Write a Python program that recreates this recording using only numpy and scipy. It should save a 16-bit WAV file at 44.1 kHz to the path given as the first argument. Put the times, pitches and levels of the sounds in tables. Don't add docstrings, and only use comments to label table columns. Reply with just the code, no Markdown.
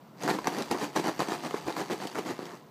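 import sys
import numpy as np
from scipy import signal
from scipy.fft import rfft, irfft
from scipy.io import wavfile

SR = 44100
rng = np.random.default_rng(int(sys.argv[2]) if len(sys.argv) > 2 else 0)


def file_out(sig):
    cols = np.atleast_2d(sig).T
    lim = np.clip(cols, -1, 1)
    pcm = np.round(lim * 32767).astype(np.int16)
    wavfile.write(sys.argv[1], SR, pcm)


N = 119070
TIME = np.arange(N) / SR
RING_S = .07
RING_TIME = np.arange(int(RING_S * SR)) / SR


def amp(db):
    return 10 ** (np.asarray(db) / 20)

def unit(x):
    return x / np.sqrt(np.sum(x ** 2, axis=-1, keepdims=True) + 1e-20)

def fade(t, t60):
    return np.exp(-np.log(1000) * t / t60)

def add(out, x, start_s):
    i = max(int(start_s * SR), 0)
    n = max(min(len(x), len(out) - i), 0)
    out[i:i + n] += x[:n]

def colour(x, points, size=2048):
    hz, db = np.array(points).T
    f = np.maximum(np.fft.rfftfreq(size, 1 / SR), 1)
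    cepstrum = irfft(np.log(amp(np.interp(np.log(f), np.log(hz), db))))
    cepstrum[1:size // 2] *= 2
    cepstrum[size // 2 + 1:] = 0
    return signal.fftconvolve(x, irfft(np.exp(rfft(cepstrum))))[:len(x)]


# f/Hz, level/dB
OUTDOOR_TONE = [(20, -63), (50, -30.5), (90, -20), (145, 1.5), (220, -2.5), (350, -9), (600, -10),
                (1000, -11), (2000, -27), (4500, -32), (10000, -41), (16000, -32.5)]

def outdoor_background():
    return amp(-53) * np.sqrt(N) * unit(colour(rng.standard_normal(N), OUTDOOR_TONE, size=8192))


# t/s, level/dB
PUFF_PEAKS = [(.45, -57.5), (.72, -56.5), (.98, -64.5), (1.195, -61.5), (1.665, -53)]
# f/Hz, level/dB
PUFF_TONE = [(15, -19.5), (35, -11.5), (70, -2), (110, 2), (170, -9), (400, -35), (1500, -76.5)]

def air_puffs(width_s=.0192):
    swell = sum(amp(db) * np.exp(-.5 * ((TIME - at) / width_s) ** 2) for at, db in PUFF_PEAKS)
    return swell * np.sqrt(N) * unit(colour(rng.standard_normal(N), PUFF_TONE, size=8192))


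def echo(x):
    t = np.arange(int(.2 * SR)) / SR
    paths = amp(-8) * unit(rng.standard_normal(len(t)) * fade(t, t60=.283))
    paths[0] += 1
    return signal.fftconvolve(x, paths)


# f/Hz, level/dB, time to fade by 60 dB/s
BOX_NOTES = [(140, -34.5, 0.048), (177, -34.5, 0.036), (231, -5.5, 0.068), (279, 2, 0.0503),
             (332.15, 6.5, 0.0827), (364.5, 15.5, 0.0232), (410, 4, 0.043), (477.5, 1.5, 0.037),
             (587, -19.5, 0.033)]

def box_thuds(count):
    hz, db, t60 = np.array(BOX_NOTES).T[:, :, None]
    flexed_hz = hz * (1 + .0431 * rng.standard_normal(hz.shape))
    notes = amp(db) * np.sin(2 * np.pi * flexed_hz * RING_TIME) * fade(RING_TIME, t60)
    strengths = 1 + .743 * rng.standard_normal((count, len(BOX_NOTES)))
    return unit(strengths @ notes) * rng.choice([-1, 1], (count, 1))

def sharp_hits(count, low_hz, high_hz, t60, note_count=40):
    hz = low_hz + (high_hz - low_hz) * (np.arange(note_count) + rng.random(note_count)) / note_count
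    notes = np.sin(2 * np.pi * hz[:, None] * RING_TIME) * fade(RING_TIME, t60)
    weights = rng.standard_normal((count, note_count))
    ring = unit((weights * abs(weights)) @ notes)
    noise = rng.standard_normal((count, len(RING_TIME)))
    crack = fade(RING_TIME, t60=.00132)
    rustle = amp(-4.5) * fade(RING_TIME, t60=.0752)
    return unit(ring + unit(noise * (crack + rustle)))


# f/Hz, level/dB
PANEL_TONE = [(200, -36), (550, -5.5), (740, 2.5), (1000, -1), (1400, -8), (1850, -7.5), (2400, -20),
              (3500, -33), (8000, -50)]
# f/Hz, level/dB
PRETZEL_TONE = [(700, -19), (2000, 4), (3200, 2), (3550, 0.5), (4040, 2.5), (4300, 0), (4650, 3.5),
                (5150, -2.5), (5800, -1), (8200, -6), (9500, -10.5), (12500, -12), (15500, -16.5)]

def shower(times, forces, length_s):
    count = len(times)
    thuds = box_thuds(count)
    knocks = sharp_hits(count, low_hz=452.2, high_hz=3115, t60=.01274)
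    clicks = sharp_hits(count, low_hz=1767.6, high_hz=15477, t60=.0096)
    clicks *= amp(-.5 * rng.standard_normal((count, 1)))
    box, panels, pretzels = np.zeros((3, int((length_s + RING_S) * SR)))
    for layer, hits in (box, thuds), (panels, knocks), (pretzels, clicks):
        for start, force, hit in zip(times, forces, hits):
            add(layer, force * hit, start)
    return unit(np.array([box, colour(panels, PANEL_TONE), colour(pretzels, PRETZEL_TONE)]))

def rattle(swell, levels_db, hits_per_s):
    length_s = len(swell) / SR
    count = max(int(hits_per_s * length_s), 2)
    slots = np.arange(count) + rng.uniform(-1, 1, count) + .5
    times = slots.clip(0, count) * length_s / count
    forces = np.interp(times * SR, np.arange(len(swell)), swell)
    forces *= amp(rng.standard_normal(count).clip(-2, 2))
    return amp(levels_db) @ shower(times, forces, length_s) * np.sqrt(np.sum(swell ** 2))


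# t/s, level/dB
TUMBLE_SWELL = [(.15, -23), (0.219, 5.5), (.42, -3), (.55, 6.5), (.68, -1.5), (.80, 5), (.915, -5.5),
                (1.02, 2), (1.15, 0), (1.28, 1.5), (1.64, -1.5), (1.76, 0), (2.1, -1.5), (2.36, -4.5),
                (2.55, -5), (2.63, -21)]
# thud level/dB, knock level/dB, click level/dB
TUMBLE_MIX = (-48.5, -47.5, -51.5)

def tumbling_pieces():
    swell = amp(np.interp(TIME, *np.array(TUMBLE_SWELL).T))
    return echo(rattle(swell, TUMBLE_MIX, hits_per_s=260))[:N]


# t/s, rise/s, hold/s, thud level/dB, knock level/dB, click level/dB
LOAD_LANDINGS = [ (.230, 0.00465, .030, -31.5, -38.5, -49), (0.276, .013, .020, -31, -28, -38.5),
                 (.325, .008, 0.0196, -33, -38, -45), (0.443, 0.0255, 0.01124, -36.5, -33, -46),
                 (0.496, 0.0051, 0.042, -42, -45.5, -69.5), (.545, 0.027, 0.043, -32.5, -39.5, -47.5),
                 (0.697, 0.0171, .012, -29, -34.5, -41), (0.733, .010, 0.01225, -33, -36.5, -59),
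                 (.785, 0.038, 0.0227, -31, -37, -41), (0.949, .011, 0.01328, -29.5, -32, -36.5),
                 (0.978, 0.00641, 0.0139, -31, -37, -41.5), (1.023, 0.04845, 0.01744, -30, -30.5, -40),
                 (1.188, .013, .028, -32.5, -32, -41), (1.250, 0.06105, 0.0362, -38, -36, -43.5),
                 (1.417, .030, 0.0195, -35, -39.5, -43.5), (1.525, .020, .035, -45, -41.5, -48.5),
                 (1.658, .014, 0.033, -32.5, -37, -45.5), (1.762, 0.0152, .040, -34.5, -37.5, -44),
                 (1.897, .012, 0.0244, -31, -36.5, -42), (1.996, 0.01536, 0.0417, -42, -42, -48),
                 (2.139, 0.0177, .032, -35, -38, -46), (2.244, 0.0212, 0.05, -35.5, -39.5, -46),
                 (2.391, .010, .030, -47.5, -46.5, -58.5), (2.449, .020, 0.0778, -49, -49, -67.5)]

def landings(release_s=.009):
    out = np.zeros(N)
    for start, rise, hold, *levels_db in LOAD_LANDINGS:
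        t = np.arange(int((rise + hold + np.log(30) * release_s) * SR)) / SR
        swell = np.minimum(t / rise, 1) * np.exp(-np.maximum(t - rise - hold, 0) / release_s)
        add(out, echo(rattle(swell, levels_db, hits_per_s=420)), start)
    return out


# t/s, thud level/dB, knock level/dB, click level/dB
HARD_HITS = [ (0.2348, -36, -48.5, -41), (0.2772, -31, -29.5, -39.5), (0.3009, -56, -36, -37),
             (.311, -29.5, -52, -42.5), (.387, -32.5, -33.5, -46.5), (0.4441, -44.5, -41, -46.5),
             (0.4711, -31.5, -27, -34), (0.478, -26.5, -51, -62.5), (0.5249, -50, -54, -51.5),
             (.585, -46, -47, -40.5), (0.6227, -47.5, -55, -39), (.675, -49.5, -49, -60.5),
             (.7125, -29, -32.5, -35), (.9625, -45.5, -29, -40), (0.97, -32, -30, -52.5),
             (1.0416, -34.5, -41.5, -48), (1.193, -28.5, -34, -39.5), (1.2035, -55.5, -28, -38.5),
             (1.2852, -36, -43, -45), (1.3201, -34.5, -36.5, -47), (1.509, -40, -38, -46.5),
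             (1.5419, -26.5, -35.5, -54.5), (1.7249, -58, -52, -45), (1.7664, -54, -35, -43.5),
             (1.8989, -36.5, -40, -50), (2.001, -42.5, -41, -47.5), (2.053, -31.5, -59, -54.5),
             (2.072, -59, -46.5, -41), (2.155, -39.5, -36, -52), (2.186, -32, -34.5, -43.5),
             (2.192, -33, -46, -49.5), (2.308, -43.5, -60.5, -52.5), (2.391, -34, -43.5, -52),
             (2.428, -39, -53.5, -56.5), (2.4551, -47, -50, -49), (2.467, -48, -51, -52)]

def hard_hits():
    out = np.zeros(N)
    for start, *levels_db in HARD_HITS:
        hit = amp(levels_db) @ shower([0], [1], 0) * np.sqrt(.01 * SR)
        add(out, echo(hit), start)
    return out


def scene():
    background = outdoor_background()
    box = tumbling_pieces() + landings() + hard_hits()
    bass_cut = signal.butter(5, 138, "high", fs=SR, output="sos")
    return (background + air_puffs() + signal.sosfilt(bass_cut, box))[None]

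def record(dry):
    return signal.sosfilt(signal.ellip(10, .2, 80, 15200, fs=SR, output="sos"), dry)


dry = scene()
out = record(dry)
file_out(out)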